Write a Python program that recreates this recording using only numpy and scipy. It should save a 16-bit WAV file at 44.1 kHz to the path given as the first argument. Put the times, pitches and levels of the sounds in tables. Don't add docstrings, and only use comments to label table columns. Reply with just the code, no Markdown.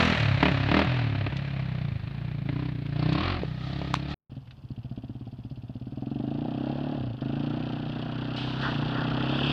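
import sys
import numpy as np
from scipy import signal
from scipy.fft import rfft, irfft, next_fast_len
from scipy.io import wavfile
from scipy.ndimage import uniform_filter1d

SR = 44100
rng = np.random.default_rng(int(sys.argv[2]) if len(sys.argv) > 2 else 0)


def wav_out(sig):
    wavfile.write(sys.argv[1], SR, np.round(np.clip(np.atleast_2d(sig).T, -1, 1) * 32767).astype(np.int16))


N = 419832

# (frequency [Hz], relative level [dB])
BACKGROUND_COLOUR = [(25, -8), (130, 11), (250, -9.5), (400, -17), (800, -14.5), (2000, -29.5), (3300, -33),
                     (5000, -34.5), (7000, -45), (15000, -46.5)]
RUMBLE_COLOUR = [(15, -18), (35, -7), (80, 3), (200, 3.5), (400, -8), (900, -53.5)]
RUSTLE_COLOUR = [(400, -7), (800, 6.5), (1020, -12), (1250, 13), (1550, -10.5), (1850, 8), (2150, -17),
                 (2500, -3.5), (3400, 4), (4700, -6), (6000, -18), (8000, -31.5), (11000, -46.5)]
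SPRAY_COLOUR = [(1500, -19), (3000, 8.5), (4600, -2), (5600, -14), (7000, -30), (8300, -30.5), (10000, -43),
                (15000, -64)]
SLOSH_COLOUR = [(500, -11), (950, 3), (1450, 9), (1850, 4), (2300, -31), (4000, -25), (8000, -92)]
CHAIN_COLOUR = [(2100, -21), (2650, 4), (3050, 2.5), (3500, 2.5), (4050, -16.5), (4650, -11), (5500, -26.5),
                (6900, -45), (7900, -36), (9000, -52), (12000, -79)]
STEEL_COLOUR = [(1700, -39.5), (2250, -10.5), (2650, 1.5), (3250, 1), (3900, -7.5), (4700, -10),
                (5300, -19.5), (6000, -30), (7000, -40), (8200, -41.5), (10000, -75.5)]
TAPPET_COLOUR = [(3600, -38.5), (4250, 0.5), (5100, -1.5), (5500, -21), (7500, -38.5)]
PUFF_COLOUR = [(150, -47), (300, -3.5), (480, -14.5), (680, 1.5), (950, -21.5), (1200, -14), (2000, -59.5)]
RASP_AWAY_COLOUR = [(200, -7), (450, -8.5), (620, -0.5), (900, -4.5), (1040, -5.5), (1240, -4),
                    (1450, -4.5), (1700, -2.5), (2150, -3.5), (2470, -2.5), (3270, -9.5), (4090, -10),
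                    (5590, -30.5), (7270, -54), (12300, -120)]
RASP_NEAR_COLOUR = [(700, 3.5), (950, 3.5), (1100, 0.5), (1400, 3.5), (1800, -2), (2100, -11),
                    (2700, -58.5)]
SIZZLE_COLOUR = [(1800, -31), (3200, 0.5), (4300, 4.5), (5200, -9.5), (6200, -35.5), (8500, -34),
                 (10500, -59)]
HISS_COLOUR = [(4000, -38), (5500, 4), (7000, -4), (9000, -16), (12000, -24), (15500, -25)]
CRACK_COLOUR = [(150, -23), (450, -11.5), (1000, 3), (2600, 2), (4200, -10), (6000, -42.5), (9000, -53),
                (16000, -61)]
CRACKLE_COLOUR = [(3000, -3.5), (5000, 9), (7000, -11.5), (10000, -19.5), (13000, -17.5), (15500, -17.5)]
# (frequency [Hz], relative level [dB])
LAUNCH_COLOUR = [(41, -15), (83, -2), (124, -5.5), (165, -2.5), (206, 0.5), (248, -1), (290, -11),
                 (330, -17.5), (370, -11), (450, -14.5), (700, -13.5), (780, -24.5), (1000, -25.5),
                 (1250, -12.5), (1400, -20)]
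CLIMB_COLOUR = [(45, -8), (90, 0.5), (135, -5.5), (180, -15), (275, -9.5), (320, -15.5), (360, -10),
                (440, -32), (560, -21), (740, -20.5), (900, -28.5), (1250, -19), (1500, -22)]

# (time [s], level [dB], half-length [s])
GRASS_RUSTLES = [(3.5, -53.5, 0.16), (3.68, -50, 0.077), (3.87, -49.5, 0.17), (4.115, -41.5, 0.024)]
TYRE_SLOSHES = [(8.661, -31, 0.043), (8.99, -36.5, 0.065)]
# (time [s], level [dB], decay [s])
PUDDLES = [(8.36, -38, 0.18), (8.61, -41.5, 0.13)]
# (time [s], peak level [dB], centre [Hz], t60 [s])
KNOCK_HITS = [(1.368, -30, 3770, 0.043), (2.865, -31.5, 2840, 0.025), (3.128, -25.5, 3600, 0.046),
              (3.208, -27, 3360, 0.015), (3.434, -19, 430, 0.0066), (3.816, -23, 700, 0.0091),
              (3.941, -10, 1070, 0.011), (3.942, -14, 3170, 0.0026), (3.9395, -22, 13160, 0.0014),
              (3.952, -22, 2540, 0.048), (4.474, -47, 3320, 0.051), (4.509, -38.5, 3800, 0.056)]

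# (time [s], firing rate [Hz])
RATE_AWAY = [(0.0, 41.2), (0.11, 41.4), (0.33, 32.3), (0.4, 33.6), (0.46, 37.3), (0.6, 33.2), (0.69, 35.2),
             (0.83, 41.2), (0.92, 42.8), (1.128, 34.4), (1.335, 33.4), (1.456, 34.9), (1.789, 30.7),
             (1.988, 25.1), (2.272, 30.9), (2.439, 26.3), (2.62, 32.8), (2.813, 28.5), (2.93, 28.8),
             (3.138, 32.8), (3.308, 48.0), (3.47, 30.0), (3.824, 35.2), (3.939, 32.0), (4.15, 38.0)]
RATE_NEAR = [(4.316, 20.7), (4.593, 17.43), (4.709, 13.49), (5.127, 17.65), (5.484, 15.97), (5.784, 16.99),
             (6.076, 21.78), (6.417, 30.26), (6.926, 37.4), (7.174, 24.33), (7.323, 27.95), (7.635, 31.4),
             (7.81, 30.34), (8.544, 32.07), (8.63, 34.07), (8.761, 28.0), (8.917, 32.05), (9.074, 31.12),
             (9.52, 36.1)]
# (time [s], opening [0-1])
OPENING_AWAY = [(0, 0.36), (0.121, 0.35), (0.172, 0.39), (0.381, 0.4), (.44, 0.59), (0.529, 0.6),
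                (0.671, 0.59), (0.791, 0.84), (0.858, 0.57), (1.3, 0.1), (2.03, 0.12), (2.444, 0),
                (2.483, 0.22), (2.67, 0.31), (2.73, 0), (2.9, 0.17), (3.02, 0.75), (3.25, 0.95),
                (3.39, 0.44), (3.55, 0.1), (3.8, 0.47), (4.14, 0.39)]
OPENING_NEAR = [(4.3, 0.34), (4.38, 0.52), (4.41, 0), (4.59, 0), (4.65, 0.26), (4.91, 0.48), (5.58, 0.42),
                (5.88, 0.58), (6.12, 0.85), (6.87, 0.87), (7.041, 0.76), (7.18, 0.44), (7.218, 0.78),
                (7.48, 0.82), (7.85, 0.7), (8.5, 0.61), (9.52, 0.82)]
# (time [s], distance [m])
RANGE_AWAY = [(0, 7.7), (0.798, 16.66), (1.402, 17), (2.2, 20.7), (4.138, 30.7)]
RANGE_NEAR = [(4.3, 46.3), (6, 60), (6.599, 39), (7.2, 35.4), (8.2, 25.1), (8.601, 19.8), (9.52, 20.7)]
MIX_AWAY = {"hum": (-37.5, 8, 8.5, 4), "boom": (-29.5, 12, -8.5, 6.5), "bark": (-51, 26.5, -4, 3),
            "blare": (-56, 20.5, 6, 3.5), "rasp": (-46.5, 14.5, 9.5, 11), "sizzle": (-68.5, 22, 1, -5),
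            "hiss": (-79.5, 13.5, 4, 21.5), "clatter": (-66.5, 17.5, 10.5, 1)}
MIX_NEAR = {"hum": (-49.5, 2.5, 1.5, 12.5), "thud": (-66.5, 2, -12.5, 1), "boom": (-40.5, 19, -6.5, 8),
            "bark": (-57.5, 38.5, -6, 5), "blare": (-66.5, 28.5, 6, 2.5), "rasp": (-49.5, 24.5, -0.5, 17),
            "clatter": (-55.5, 21, -6, 14), "tappet": (-78, 7, -5, 2)}
# (time [s], level [dB])
CHAIN_DB = [(7.2, -72), (8.5, -56), (9.15, -51), (9.33, -41.5), (9.52, -34.5)]
YAP_DB = [(2.42, -77), (2.49, -54), (2.63, -51), (2.75, -70), (2.97, -62), (3.02, -42), (3.08, -54),
          (3.18, -36), (3.3, -43), (3.42, -73)]
# (time [s], gain [dB])
BARK_GAIN = [(0.2, -3), (0.45, 1.5), (0.85, 0), (1.1, 5), (1.35, -0.5), (2.0, -8), (2.43, 1.5), (2.48, 10),
             (2.7, 7), (2.76, 11), (2.9, 2.5), (3.03, -0.5), (3.2, 0.5), (3.5, -1), (3.8, 2), (4.14, 1.5)]
# (position [cycles], relative level [dB])
VALVE_TICKS = [(.07, -4), (.22, -3), (.78, 0), (.88, -3)]
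# (time [s], half-length [s], gain [dB])
WEAK_FIRINGS = [(0.145, 0.037, -14), (0.395, 0.025, -7), (1.29, 0.014, -8), (1.984, 0.018, -11),
                (2.093, 0.089, -6), (7.187, 0.02, -3.5)]
# (start [s], end [s], boom gain [dB])
OVERRUN_SPANS = [(0.147, 0.352, 1), (0.495, 0.692, -2), (0.832, 1.267, 2.5), (1.873, 2.04, 0.5),
                 (6.956, 7.115, 5)]
# (time [s], length [s], relative level [dB], slope [dB/s])
CRACK_RUNS = [(0.427, .07, -7.5, -100), (0.686, .07, -16.5, 130), (0.766, .01, -10.5, 0),
              (0.79, 0.045, -9.5, -110), (1.148, .01, -26.5, 0), (1.208, .01, -23, -1),
              (1.263, .01, -19, 0), (1.322, .01, -26.5, 0), (2.488, .01, -25, 0)]

# (frequency [Hz], width [Hz], relative level [dB])
CRACK_MODES = [(285, 104, 8), (402, 59, 2.5), (621, 85, 3), (690, 64, 0.5), (930, 160, -3), (1234, 220, -8)]
# (base frequency [Hz], width [Hz], relative level [dB])
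BOOM_AWAY_MODES = [(71.7, 18, 1), (128.8, 56.5, 18), (160.7, 20, -5)]
BARK_AWAY_MODES = [(263.6, 97, 8.5), (329, 52, -3.5)]
BLARE_AWAY_MODES = [(543, 200, 5.4), (611, 110, 6.7), (769, 170, 3.6)]
YAP_MODES = [(960, 120, 1), (1104, 130, -2.5)]
SHELL_MODES = [(1090, 270, 3), (1600, 370, 3.5), (2247, 220, 3), (2660, 500, -5.5)]
THUD_NEAR_MODES = [(94, 34, 0)]
BOOM_NEAR_MODES = [(77, 49, -2), (141.5, 32.8, 12.5)]
BARK_NEAR_MODES = [(240, 100, 1.5), (288.4, 35, -1.5)]
BLARE_NEAR_MODES = [(584, 100, 5.5), (690, 88, 4.6), (812, 48, 2)]
# (start [s], end [s])
GAP = (4.143, 4.297)

CRUISE_RATE, REFERENCE_M = 30, 16
POWER_BAND_RATE, POWER_BAND_WIDTH = 33.1, 11
SPEED_TUNING, THROTTLE_TUNING = 0.095, 0.094
COOLING, COOL_S, REHEAT_S = 0.18, 0.032, 0.026
IDLE_DAMPING, IDLE_DETUNE = 0.17, 0.011


def amp(db):
    return 10 ** (np.asarray(db) / 20)


def unit(x):
    return x / np.sqrt(np.mean(x ** 2) + 1e-20)


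def curve(rows):
    return np.interp(np.arange(N) / SR, *np.transpose(rows))


def filtered(x, response):
    size = next_fast_len(len(x) + 8192)
    return irfft(rfft(x, size) * response(np.fft.rfftfreq(size, 1 / SR)), size)[:len(x)]


def noise(colour, gate=1):
    points_hz, db = np.transpose(colour)
    white = gate * rng.standard_normal(N)
    return unit(filtered(white, lambda hz: amp(np.interp(np.log(hz + 1), np.log(points_hz), db))))


def add(out, start, sound):
    part = out[max(int(start), 0):][:len(sound)]
    part += sound[:len(part)]


def hiss_and_hum():
    return amp(-51.5) * noise(BACKGROUND_COLOUR)


def hillside(x, t60=0.16, wet_db=-21):
    t = np.arange(SR // 2) / SR
    tail = rng.standard_normal(len(t)) * amp(-60 * t / t60) * (1 - np.exp(-t / 0.026))
    return x + amp(wet_db) * signal.fftconvolve(x, tail / np.linalg.norm(tail))[:N]


def surges(events, colour):
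    t = np.arange(N) / SR
    return noise(colour) * sum(amp(db) * np.exp(-((t - s) / half) ** 2) for s, db, half in events)


def knocks(q=2.45, dull_hz=11000, grit=0.56):
    out, t = np.zeros(N), np.arange(SR // 10) / SR
    for s, db, centre, t60 in KNOCK_HITS:
        edge = dull_hz * amp(db + 0.5) ** 0.3
        body = lambda hz: 1j * hz / (centre ** 2 - hz ** 2 + 1j * hz * centre / q)
        lowpass = lambda hz: 1 / (1 + 1.4j * hz / edge - (hz / edge) ** 2) ** 2
        push = np.exp(-t / 0.00081) + grit * rng.standard_normal(len(t)) * amp(-60 * t / t60)
        hit = filtered(push, lambda hz: body(hz) * lowpass(hz))
        add(out, s * SR, amp(db) * hit / np.abs(hit).max())
    return out


def splashes():
    envelope, t = np.zeros(N), np.arange(SR) / SR
    for s, db, life in PUDDLES:
        add(envelope, s * SR, amp(db) * np.exp(-t / life) * (1 - np.exp(-t / 0.0019)))
    return envelope * noise(SPRAY_COLOUR)


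def ticks(turned, life, scatter_db, play=0):
    out, t = np.zeros(N), np.arange(SR // 25) / SR
    tick = np.exp(-t / life) * (1 - np.exp(-10 * t / life))
    for position, db in VALVE_TICKS:
        times = np.flatnonzero(np.diff(np.floor(turned - position)) > 0)
        for at, (size, late) in zip(times, rng.standard_normal((len(times), 2))):
            add(out, at + play * late * SR, amp(db + scatter_db * size) * tick)
    return unit(out)


def chain(turned):
    links = ticks(5 * turned, life=.002, scatter_db=3)
    tug = 1 + 0.11 * np.cos(2 * np.pi * turned)
    return amp(curve(CHAIN_DB)) * noise(CHAIN_COLOUR, links * tug)


def clatter(turned, rate):
    strikes = ticks(turned, life=.0045, scatter_db=1.8, play=.0015)
    gears = .55 * (rate / CRUISE_RATE) ** 2
    return noise(STEEL_COLOUR, np.hypot(strikes, gears))


def crank(speed):
    rate = curve(speed)
    turned = np.cumsum(rate) / SR
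    turned -= turned[int(speed[0][0] * SR)]
    return rate, turned, np.flatnonzero(np.diff(np.floor(turned), prepend=-1) > 0)


def levels(voices, rate, throttle, distance):
    opening = curve(throttle)
    faster, farther = np.log2(rate / CRUISE_RATE), np.log2(curve(distance) / REFERENCE_M)
    return [db + throttle_db * opening + speed_db * faster - loss_db * farther
            for db, throttle_db, speed_db, loss_db in voices.values()]


def exhaust_gas(rate, throttle, tuning):
    opening, t = curve(throttle), np.arange(N) / SR
    heat = tuning + THROTTLE_TUNING * opening + SPEED_TUNING * np.log2(rate / CRUISE_RATE)
    power = np.clip((rate - POWER_BAND_RATE) / POWER_BAND_WIDTH, 0, 1) * np.clip(2 * opening, 0, 1) ** 2
    sag, swell_db = 1, 0
    for start, end, db in OVERRUN_SPANS:
        shut = np.interp(t, [start, start + REHEAT_S, end, end + REHEAT_S], [0, 1, 1, 0])
        sag -= COOLING * shut * (1 - np.exp(-np.maximum(t - start, 0) / COOL_S))
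        swell_db += db * shut
        power *= 1 - shut
    return heat, sag, swell_db, power


def stumbles():
    t = np.arange(N) / SR
    return sum(db * np.exp(-((t - s) / half) ** 2) for s, half, db in WEAK_FIRINGS)


def pumping(turned, level_db):
    return -amp(level_db) * np.cos(4 * np.pi * turned)


def puffs(level_db, firings, delay, life, steady, scatter_db):
    bursts, t = np.zeros(N), np.arange(SR // 12) / SR
    for at, chance in zip(firings, rng.standard_normal(len(firings))):
        add(bursts, at + delay * SR, amp(scatter_db * chance) * t * np.exp(-t / life))
    return amp(level_db) * unit(np.hypot(unit(bursts), steady))


def resonance(t, hz, width, db, damping=1):
    return amp(db) * width ** 2 * t * np.exp(-np.pi * damping * width * t) * np.sin(2 * np.pi * hz * t)


def cracks(life=0.0028, bang_db=-11, ring_db=-17, crackle_db=-24):
    rate = curve(RATE_AWAY)
    burst, ring, t = np.zeros(N), np.zeros(N), np.arange(SR // 20) / SR
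    tone = unit(sum(resonance(t, *mode) for mode in CRACK_MODES))
    for s, length, db, slope in CRACK_RUNS:
        period = 1 / rate[int((s + length / 2) * SR)]
        for later in np.arange(0, length, period):
            size = amp(db + slope * later)
            add(burst, (s + later) * SR, size * t / life * np.exp(1 - t / life))
            add(ring, (s + later) * SR, size * tone)
    crackle = burst ** 2 * noise(CRACKLE_COLOUR, rng.standard_normal(N) ** 2)
    return amp(bang_db) * burst * noise(CRACK_COLOUR) + amp(ring_db) * ring + amp(crackle_db) * crackle


def roar(rate, turned, colour, start, end, fade, level_db, harmonics=32):
    share = np.interp(np.arange(N) / SR, [start - fade, start, end, end + fade], [0, 1, 1, 0])
    on, out = share > 0, np.zeros(N)
    hz, db = np.transpose(colour)
    for k, chance in enumerate(rng.standard_normal(harmonics), 1):
        gain = amp(level_db + np.interp(np.log(k * rate[on]), np.log(hz), db))
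        lag = 0.06 + 0.007 * k
        out[on] += np.sqrt(2) * gain * np.cos(2 * np.pi * k * (turned[on] - lag) + 0.7 * chance)
    return out * np.sqrt(share), share


def pipe(modes, level_db, heat, rate, firings, scatter_db, jitter,
         echo=0, pipe_hz=130, delay=0, attack=1e-4):
    out, t = np.zeros(N), np.arange(SR // 8) / SR
    onset = 1 - np.exp(-(t / attack) ** 2)
    for at in firings:
        strength, late, detune, *mode_scatter = rng.standard_normal(len(modes) + 3)
        slowness = CRUISE_RATE / rate[at]
        uneven_db = scatter_db * slowness
        tuning = heat[at] * (1 + IDLE_DETUNE * slowness ** 2 * detune)
        damping = max(slowness, 1) ** IDLE_DAMPING
        ring = onset * sum(resonance(t, hz * tuning, width, db + uneven_db * chance, damping)
                           for (hz, width, db), chance in zip(modes, mode_scatter))
        trip_s = 1 / (pipe_hz * heat[at])
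        ring += echo * np.interp(t - trip_s, t, ring)
        size = amp(level_db[at] + uneven_db * strength) * np.sqrt(SR / rate[at])
        add(out, at + (delay + jitter * late) * SR, size * ring / np.linalg.norm(ring))
    return out


def riding_away(power_tuning=0.54, power_db=-12, shell_db=-9, puff_db=-7):
    rate, turned, firings = crank(RATE_AWAY)
    hum_db, boom_db, bark_db, blare_db, rasp_db, sizzle_db, hiss_db, clatter_db = levels(
        MIX_AWAY, rate, OPENING_AWAY, RANGE_AWAY)
    heat, sag, swell_db, power = exhaust_gas(rate, OPENING_AWAY, tuning=1.05)
    weak_db = stumbles()
    boom_db += weak_db + swell_db + power_db * power
    bark_db += weak_db + curve(BARK_GAIN)
    blare_db += weak_db
    boom_tuning = heat * sag * (1 + power_tuning * power)
    boom = pipe(BOOM_AWAY_MODES, boom_db, boom_tuning, rate, firings, scatter_db=.5, jitter=.00006)
    bark = pipe(BARK_AWAY_MODES, bark_db, heat * sag ** .5, rate, firings,
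                scatter_db=.7, jitter=.00005, echo=.45, delay=.001, attack=.00064)
    blare = pipe(BLARE_AWAY_MODES, blare_db, heat, rate, firings,
                 scatter_db=1, jitter=.00003, echo=.4, delay=.001)
    yap = pipe(YAP_MODES, curve(YAP_DB), heat, rate, firings, scatter_db=1.8, jitter=.00002, echo=.4)
    shell = pipe(SHELL_MODES, rasp_db + shell_db, heat, rate, firings,
                 scatter_db=1.8, jitter=.00002, echo=.7, delay=.002)
    flow = puffs(blare_db + puff_db, firings, delay=.001, life=.0035, steady=.6, scatter_db=1.5)
    gas = puffs(rasp_db, firings, delay=.002, life=.0045, steady=1, scatter_db=1.5)
    jet = puffs(sizzle_db, firings, delay=.002, life=.003, steady=.45, scatter_db=2)
    spit = puffs(hiss_db, firings, delay=.001, life=.003, steady=1.2, scatter_db=3)
    rasp = gas * noise(RASP_AWAY_COLOUR) + jet * noise(SIZZLE_COLOUR) + spit * noise(HISS_COLOUR)
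    launch, launching = roar(rate, turned, LAUNCH_COLOUR, start=0, end=.11, fade=.05, level_db=-30)
    climb, climbing = roar(rate, turned, CLIMB_COLOUR, start=3.26, end=3.33, fade=.08, level_db=-30.5)
    chug = boom + pumping(turned, hum_db) + bark + blare + flow * noise(PUFF_COLOUR)
    chug *= np.sqrt(np.abs(1 - launching - climbing))
    metal = amp(clatter_db) * clatter(turned, rate)
    rumble = amp(-45.5) * noise(RUMBLE_COLOUR)
    return chug + launch + climb + yap + shell + rasp + metal + rumble


def coming_near(power_db=-7, puff_db=-4):
    rate, turned, firings = crank(RATE_NEAR)
    hum_db, thud_db, boom_db, bark_db, blare_db, rasp_db, clatter_db, tappet_db = levels(
        MIX_NEAR, rate, OPENING_NEAR, RANGE_NEAR)
    heat, sag, swell_db, power = exhaust_gas(rate, OPENING_NEAR, tuning=0.918)
    load_db = stumbles() + swell_db + power_db * power
    thud = pipe(THUD_NEAR_MODES, thud_db, heat, rate, firings, scatter_db=1.3, jitter=.0001, delay=.003)
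    boom = pipe(BOOM_NEAR_MODES, boom_db + load_db, heat * sag, rate, firings,
                scatter_db=.8, jitter=.00005, delay=.001)
    bark = pipe(BARK_NEAR_MODES, bark_db, heat * sag ** .25, rate, firings,
                scatter_db=.7, jitter=.00005, echo=.15, delay=.0018, attack=.00054)
    blare = pipe(BLARE_NEAR_MODES, blare_db, heat, rate, firings,
                 scatter_db=1.9, jitter=.0001, echo=.25, delay=.002, attack=.00097)
    flow = puffs(blare_db + puff_db, firings, delay=.003, life=.005, steady=.9, scatter_db=1.5)
    gas = puffs(rasp_db, firings, delay=.0036, life=.0054, steady=1.2, scatter_db=1.4)
    tappets = amp(tappet_db) * noise(TAPPET_COLOUR, ticks(turned, life=.004, scatter_db=3.5, play=.003))
    rumble = amp(boom_db - 17.5) * noise(RUMBLE_COLOUR)
    rasp = flow * noise(PUFF_COLOUR) + gas * noise(RASP_NEAR_COLOUR)
    metal = amp(clatter_db) * clatter(turned, rate) + tappets + chain(turned)
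    water = splashes() + surges(TYRE_SLOSHES, SLOSH_COLOUR)
    return thud + boom + pumping(turned, hum_db) + bark + blare + rasp + metal + water + rumble


def scene():
    first_ride = np.arange(N) / SR < np.mean(GAP)
    bike = np.where(first_ride, riding_away(), coming_near())
    trail = bike + cracks() + knocks() + surges(GRASS_RUSTLES, RUSTLE_COLOUR)
    return (hillside(trail) + hiss_and_hum())[None]


def record(dry, low_cut_hz=24, top_hz=15500):
    t = np.arange(N) / SR
    sound = filtered(dry[0], lambda hz: (1j * hz / (low_cut_hz + 1j * hz)) ** 2)
    live = uniform_filter1d(1. * ((t < GAP[0]) | (t > GAP[1])), size=64)
    noise_floor = amp(-96.5) * noise(RUMBLE_COLOUR)
    return filtered(sound * live + noise_floor, lambda hz: hz < top_hz)[None]


dry = scene()
out = record(dry)
wav_out(out)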